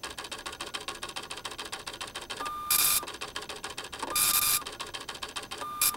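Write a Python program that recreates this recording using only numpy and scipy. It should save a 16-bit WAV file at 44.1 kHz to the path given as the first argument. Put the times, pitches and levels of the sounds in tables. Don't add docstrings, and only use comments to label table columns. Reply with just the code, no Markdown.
import sys
import numpy as np
from scipy import signal
from scipy.fft import rfft, irfft
from scipy.io import wavfile
from scipy.ndimage import uniform_filter1d

SR = 44100
rng = np.random.default_rng(int(sys.argv[2]) if len(sys.argv) > 2 else 0)


def to_wav(sig):
    pcm = np.clip(np.atleast_2d(sig), -1, 1) * 32767
    pcm = np.round(pcm).astype(np.int16)
    wavfile.write(sys.argv[1], SR, pcm.T)


N = 262836
TIME = np.arange(N) / SR
RING_SIZE = 8192
RING_TIME = np.arange(RING_SIZE) / SR
FREQS = np.arange(RING_SIZE // 2 + 1) * SR / RING_SIZE + 1
STEP_HZ, LETTER_STEPS = 1202.9, 24

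# low_hz, high_hz, t60_s, whirr_db
REGISTERS = [(243, 656, 0.1, -52), (718, 2057, 0.053, -52), (2130, 5980, 0.036, -58.5),
             (5130, 23000, .022, -58.5)]
# freq_hz, level_db
CASE_COLOUR = [(88, -22), (150, -3), (186, -8), (420, -5.5), (656, -11), (1060, -4.5), (1290, -13.5),
               (1420, -6.5), (2020, -9), (3760, -6), (6470, -16), (8830, -13), (15500, -33)]
# centre_hz, width_hz, lift_db
CASE_MODES = [(348.4, 19, 7.9), (422, 19, 5.8), (569, 102, 7.4), (784.4, 38, 9.1), (983, 91, 4.8),
              (1091, 27, 7.4), (1182, 140, 8.5), (1437, 17, 8.7), (1660, 100, 7.6), (2620, 370, 10),
              (3152, 180, 11.1), (3756, 340, 7.8), (4400, 110, 1.1), (4810, 1030, 5.6), (7830, 1000, 5),
              (8890, 290, 7.6), (10390, 640, 5.6)]
# start_s, end_s, whine_db
CARRIAGE_RUNS = [(2.401, 3.025, -34.5), (4.115, 4.612, -34.5), (5.617, 5.947, -36)]
# start_s, letters, platen_db, pins_db, shell_db
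WORDS = [(2.7045, 3, -26.5, -22.5, -22), (2.782, 10, -28, -24, -25), (4.155, 8, -28.5, -24.5, -28),
         (4.333, 3, -28, -25, -23), (4.413, 8, -28.5, -26, -25), (5.814, 4, -28, -23.5, -22)]


def paper_feed(alike=0.46, whirr_s=0.08, scatter_db=1.12, jitter_s=0.0004):
    # delay_s, thud_db, knock_db, clack_db, tick_db
    engage = [(0, -57, -45, -40.5, -49), (.0035, -54.5, -47, -44.5, -52)]
    pull = [(.0092, -51, -38.5, -39, -33.5), (0.012, -49, -35, -32, -43.5)]
    rebound = [(0.0218, -49.5, -38, -36, -39), (0.0306, -45.5, -35.5, -34.5, -52),
               (.035, -49.5, -37.5, -40.5, -44.5), (0.042, -60, -68, -53, -62)]
    brake = [(0.067, -65, -51, -43, -41), (0.071, -60, -42.5, -35, -36.5), (.074, -48, -41, -44, -49),
             (0.0803, -50.5, -46.5, -40, -49), (0.091, -50, -43.5, -41, -45),
             (.103, -61, -49.5, -45.5, -59)]
    stage_db = [0.5, 1, -3, -1.5]
    stage_scatter_db = [4.8, 1.13, 0.64, 0.84]
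    # feed_index, engage_db
    snaps = [(0, 10), (2, 8), (3, 8), (5, 8), (6, 10), (8, 7), (14, 5.5), (16, 4.5), (20, 6.5)]
    starts = feed_times()
    turning = gate([(at, at + whirr_s) for at in starts], 0.0052, 0.016)
    blows = [(stage, blow) for stage, rows in enumerate([engage, pull, rebound, brake]) for blow in rows]
    forces = rng.normal(stage_db, stage_scatter_db, (len(starts), len(stage_db)))
    for feed, snap_db in snaps:
        forces[feed, 0] = snap_db
    slack = rng.standard_normal((len(starts), len(blows), 2))
    clacks = 0
    for k, (low_hz, high_hz, t60, whirr_db) in enumerate(REGISTERS):
        drive = undb(whirr_db) * turning * noise()
        fade = decay(t60)
        for b, (stage, (delay, *register_db)) in enumerate(blows):
            same_ring = np.sqrt(alike) * noise(RING_SIZE)
            for at, force_db, (harder, later) in zip(starts, forces, slack[:, b]):
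                ring = same_ring + np.sqrt(1 - alike) * noise(RING_SIZE)
                stray_db = scatter_db * (harder + rng.standard_normal())
                size = undb(register_db[k] + force_db[stage] + stray_db)
                add(drive, at + delay + jitter_s * later, size * fade * ring)
        clacks = clacks + through(drive, body(CASE_COLOUR, CASE_MODES, low_hz, high_hz))
    return clacks + gear_teeth(turning)


def feed_times(late_s=0.011):
    # start_s, feeds, period_s
    runs = [(.0344, 17, .14084), (3.0703, 7, .1406), (4.657, 7, .1405)]
    return np.concatenate([at + period * np.arange(n) + late_s * (np.arange(n) == n - 1)
                           for at, n, period in runs])


def gear_teeth(turning, ticks_per_s=70, tick_db=-47, scatter_db=4, ring_s=0.0045, sing_db=-57):
    teeth = (rng.random(N) < ticks_per_s / SR) * undb(scatter_db * np.clip(noise(), -2, 2))
    envelope = through(teeth * turning, decay(ring_s))
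    ticks = envelope * through(noise(), body(CASE_COLOUR, CASE_MODES, 890, 10000))
    sing = turning * through(noise(), body([(4650, 0)], [(4615, 180, 17)], 2570, 4640))
    return undb(tick_db) * ticks + undb(sing_db) * sing


def feed_motor(gain_db=1, roughness=0.075):
    # time_s, pitch_hz, relative_db
    ramp = [(0, 247, -56), (0.014, 327, -63), (.04, 402, -59), (0.061, 429, -45.5), (.08, 413, -53),
            (.1, 344, -77), (.13, 264, -81)]
    times, hz, db = np.transpose(ramp)
    phase = 2 * np.pi * np.cumsum(np.interp(RING_TIME, times, hz)) / SR
    swell = undb(gain_db + np.interp(RING_TIME, times, db)) * (RING_TIME < times[-1])
    grunts = np.zeros(N)
    for at in feed_times():
        add(grunts, at, swell * np.sin(phase))
    return grunts * (1 + roughness * sway())


def print_head(rumble_db=-20, case_db=-20):
    # freq_hz, level_db
    colour = [(100, 9), (400, -6), (800, -4), (1400, 1.5), (2000, -6), (4000, -4), (6400, -2.5),
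              (8000, -1.5), (11000, 0.5), (12400, 2), (13500, -3), (15500, -5.5)]
    # centre_hz, width_hz, lift_db
    head_modes = [(2520, 300, 8), (3700, 140, 11), (4060, 170, 8), (4850, 200, 9), (5420, 170, 12),
                  (7390, 250, 10), (7840, 220, 8), (8440, 250, 6), (9690, 240, 11), (10230, 180, 11),
                  (10530, 220, 12), (10930, 260, 8), (11450, 260, 8), (14400, 300, 13)]
    # centre_hz, width_hz, lift_db
    shell_modes = [(12450, 420, 22)]
    platen = strikes(0, body(colour, head_modes, 260, 7230), gain_db=1, ring_s=0.042, jitter_s=40e-6)
    pins = strikes(1, body(colour, head_modes, 7260), gain_db=1, ring_s=0.017, jitter_s=19e-6)
    shell = strikes(2, body(colour, shell_modes, 7800, 13300), gain_db=-2.5, ring_s=0.011, jitter_s=24e-6)
    direct = platen + pins + shell + platen_buzz()
    tail = decay(0.1) * noise(RING_SIZE)
    reverb = through(direct, tail / np.linalg.norm(tail))
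    rumble_colour = [(28, 1.5), (45, -4.5), (90, -2.5), (160, -4.5), (300, -16.5)]
    rumble = stroke_force(TIME, part=1) * through(noise(), body(rumble_colour, high_hz=337))
    return direct + undb(case_db) * reverb + undb(rumble_db) * rumble


def strikes(part, response, gain_db, ring_s, jitter_s, favour=0.6, pins=9):
    steps = np.arange(int(N / SR * STEP_HZ) - 2) / STEP_HZ
    force = stroke_force(steps, part)
    half_letter = np.arange(len(steps)) // (LETTER_STEPS // 2)
    favoured = rng.random((len(steps), pins))[half_letter]
    rank = (rng.random((len(steps), pins)) + favour * favoured).argsort(axis=1).argsort(axis=1)
    rattle = 0
    for pin in range(pins):
        fires = rank[:, pin] < 2
        position = np.clip((steps + jitter_s * noise(len(steps))) * SR, 10, N - 10)[:, None]
        taps = position.astype(int) + np.arange(-7, 9)
        pulses = (force * fires)[:, None] * np.sinc(taps - position)
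        clicks = np.bincount(taps.ravel(), pulses.ravel(), N)
        ring = through(decay(ring_s) * noise(RING_SIZE), response)
        rattle = rattle + through(clicks, unit(ring))
    return unit(rattle) * np.sqrt(np.mean(force ** 2)) * undb(gain_db)


def stroke_force(times, part, bar=0.37, upright_s=0.0039, rise_s=0.0014, gap_s=0.00096):
    # delay_s, strength
    uprights = [(0.0008, 0.87), (.0085, 0.26), (0.0129, .62)]
    # platen_db, pins_db, shell_db
    scatter_db = [1.5, 2.05, 2.5]
    force, letter_s = np.zeros(len(times)), LETTER_STEPS / STEP_HZ
    for (_, letters, *part_db), (start, end) in zip(WORDS, word_spans()):
        inside = (times >= start) & (times < end)
        letter, into_letter = np.divmod(times[inside] - start, letter_s)
        strokes = bar
        for delay, strength in uprights:
            age = np.maximum(into_letter - delay, 0)
            strokes = strokes + strength * np.minimum(age / rise_s, 1) * np.exp(-(age / upright_s) ** 2)
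        letter_db = part_db[part] + scatter_db[part] * noise(round(letters) + 1)
        force[inside] = undb(letter_db[letter.astype(int)]) * strokes * (into_letter < letter_s - gap_s)
    return force


def word_spans():
    return [(at, at + round(letters) * LETTER_STEPS / STEP_HZ) for at, letters, *_ in WORDS]


def platen_buzz(depth=0.26, wander_rad=0.29):
    # harmonic, relative_db
    overtones = [(2, -11), (3, -13), (4, -8.5), (5, -18), (6, -19), (7, -15)]
    force = uniform_filter1d(stroke_force(TIME, part=0), size=128)
    phase = 2 * np.pi * STEP_HZ * TIME
    tone = sum(undb(db) * (1 + depth * sway(8.7)) * np.sin(round(k) * phase + wander_rad * sway(6))
               for k, db in overtones)
    return np.sqrt(2) * force * tone


def carriage_jolts(gain_db=2, ring_s=(0.08, 0.062, 0.048, 0.045)):
    # start_s, blow_db, rebound_db, tilt_db (per register)
    jolts = [(2.398, -1, 2.5, -1), (2.456, -4, 5.5, 2.5), (3.027, -4, -5.5, -3), (4.025, 2.5, 2.5, -1),
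             (4.071, -4, -0.5, -2.5), (4.102, 0.5, -2.5, -1), (4.614, -4.5, -5.5, -2), (5.611, 0, -3, -0.5),
             (5.941, -1.5, -11, -1.5)]
    # delay_s, thud_db, knock_db, clack_db, tick_db
    blows = [(0, -40.5, -33, -39, -39), (.0092, -39.5, -37.5, -41, -52)]
    frame_modes = CASE_MODES + [(275.5, 23, 10.0), (912, 208, 10.5)]
    knocks = 0
    for k, (low_hz, high_hz, _, _) in enumerate(REGISTERS):
        drive = np.zeros(N)
        height = k - (len(REGISTERS) - 1) / 2
        for at, *force_db, tilt_db in jolts:
            for db, (delay, *register_db) in zip(force_db, blows):
                size = undb(gain_db + db + register_db[k] + tilt_db * height)
                add(drive, at + delay, size * decay(ring_s[k]) * noise(RING_SIZE))
        knocks = knocks + through(drive, body(CASE_COLOUR, frame_modes, low_hz, high_hz))
    return knocks


def carriage(slide_db=-50, flutter=0.013, fade_db_per_s=8, dip_db=-1.5):
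    # harmonic, relative_db
    partials = [(1, -1.5), (2, -29), (3, -22), (4, -41), (5, -35), (7, -61), (9, -47)]
    # freq_hz, level_db
    rail_colour = [(100, 0), (320, -1), (480, -13), (720, -5), (860, -1), (1050, 2), (1400, 0), (2000, -12),
                   (3700, -9.5), (6000, -21.5), (10000, -13), (15000, -15)]
    moving = gate([(start, end) for start, end, _ in CARRIAGE_RUNS], 0.0018, 0.0017)
    level = sum(gate([(start, end)], 0.0057, 0.0012) * undb(db - fade_db_per_s * (TIME - start))
                for start, end, db in CARRIAGE_RUNS)
    dip = undb(dip_db * gate(word_spans(), 0.0042, 0.0056))
    phase = 2 * np.pi * STEP_HZ * TIME + flutter * sway()
    tone = np.sqrt(2) * sum(undb(db) * np.sin(round(k) * phase) for k, db in partials)
    whine = tone * (1 + flutter * sway()) * level * dip
    slide = moving * undb(slide_db) * through(noise(), body(rail_colour))
    return whine + slide


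def coil_whistle(gain_db=3, wobble_rad=0.23):
    # pitch_hz, relative_db
    whistles = [(6140, -68), (12290, -76)]
    travelling = [(start - 0.1, end) for start, end, _ in CARRIAGE_RUNS]
    feeding = [(at - 0.011, at + 0.061) for at in feed_times()]
    resting = np.maximum(1 - gate(travelling + feeding, 0.0011, 0.002), 0)
    return resting * sum(sine(hz, db + gain_db, wobble_rad * sway(150)) for hz, db in whistles)


def room_tone(level_db=-53, side_db=-15):
    # freq_hz, level_db
    colour = [(20, -3), (30, 6.5), (40, -8), (65, 2.5), (120, -5.5), (170, -3.5), (300, -4.5), (560, -10),
              (750, -14), (1100, -21.5), (2000, -26.5), (5000, -27), (7000, -29.5), (10000, -32),
              (15500, -26.5)]
    # pitch_hz, level_db
    hum = [(60, -73), (120, -64), (15734, -71.5)]
    side_colour = [(30, 26), (150, 6), (500, 11), (1500, -18), (15000, -28)]
    mid = undb(level_db) * through(noise(), body(colour, low_hz=15.3))
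    side = undb(level_db + side_db) * through(noise(), body(side_colour))
    return mid + sum(sine(hz, db) for hz, db in hum) + side * np.array([[1], [-1]])


def widen(x, width_db=-17, t60=0.012):
    treble = body([(2000, -35), (6000, -19), (9000, 0), (11000, 0), (15000, 7)])
    treble_spread = unit(through(decay(t60) * noise(RING_SIZE), treble)) / np.sqrt(RING_SIZE)
    return x + undb(width_db) * through(x, treble_spread) * np.array([[1], [-1]])


def body(colour, modes=(), low_hz=1, high_hz=SR):
    hz, db = np.transpose(colour)
    db = np.interp(np.log(FREQS), np.log(hz), db)
    for centre, width, lift in modes:
        db = db + lift / (1 + (2 * (FREQS - centre) / width) ** 2)
    band = 1 / np.sqrt((1 + (low_hz / FREQS) ** 20) * (1 + (FREQS / high_hz) ** 20))
    cepstrum = irfft(np.log(undb(db) * (band + 1e-3)))
    cepstrum[1:RING_SIZE // 2] *= 2
    cepstrum[RING_SIZE // 2 + 1:] = 0
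    response = irfft(np.exp(rfft(cepstrum)))
    return response / np.linalg.norm(response)


def sway(hz=40):
    return unit(through(noise(), body([(hz / 4, 0), (hz, -4), (5 * hz, -24)], high_hz=5 * hz)))


def gate(spans, rise_s, fall_s):
    return sum(np.clip((TIME - start) / rise_s, 0, 1) * np.exp(-np.maximum(TIME - end, 0) / fall_s)
               for start, end in spans)


def decay(t60):
    return np.exp(-np.log(1000) * RING_TIME / t60)


def sine(hz, db, drift_rad=0):
    return np.sqrt(2) * undb(db) * np.sin(2 * np.pi * hz * TIME + drift_rad)


def noise(size=N):
    return rng.standard_normal(size)


def through(x, response):
    return signal.fftconvolve(x, response)[:len(x)]


def add(out, at, sound):
    i = max(int(at * SR), 0)
    out[i:i + len(sound)] += sound[:max(N - i, 0)]


def undb(db):
    return 10 ** (np.asarray(db) / 20)


def unit(x):
    return x / np.sqrt(np.mean(x ** 2))


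def scene():
    printer = paper_feed() + feed_motor() + carriage_jolts() + carriage() + print_head()
    return widen(printer) + coil_whistle() + room_tone()


def record(dry):
    # freq_hz, gain_db
    left_tilt = [(200, -1.6), (380, -.5), (700, -.05), (4400, -.1), (12000, -.5)]
    ceiling, right_lag_s, top_hz = 0.35, 1.5e-6, 15800
    hz = np.fft.rfftfreq(N, 1 / SR)
    tilt_hz, tilt_db = np.transpose(left_tilt)
    left = undb(np.interp(np.log(hz + 1), np.log(tilt_hz), tilt_db))
    right = np.exp(-2j * np.pi * hz * right_lag_s)
    low_pass = 1 / (1 + (hz / top_hz) ** 400)
    rounded = ceiling * np.tanh(dry / ceiling)
    return irfft(rfft(rounded) * np.array([left, right]) * low_pass, N)


dry = scene()
out = record(dry)
to_wav(out)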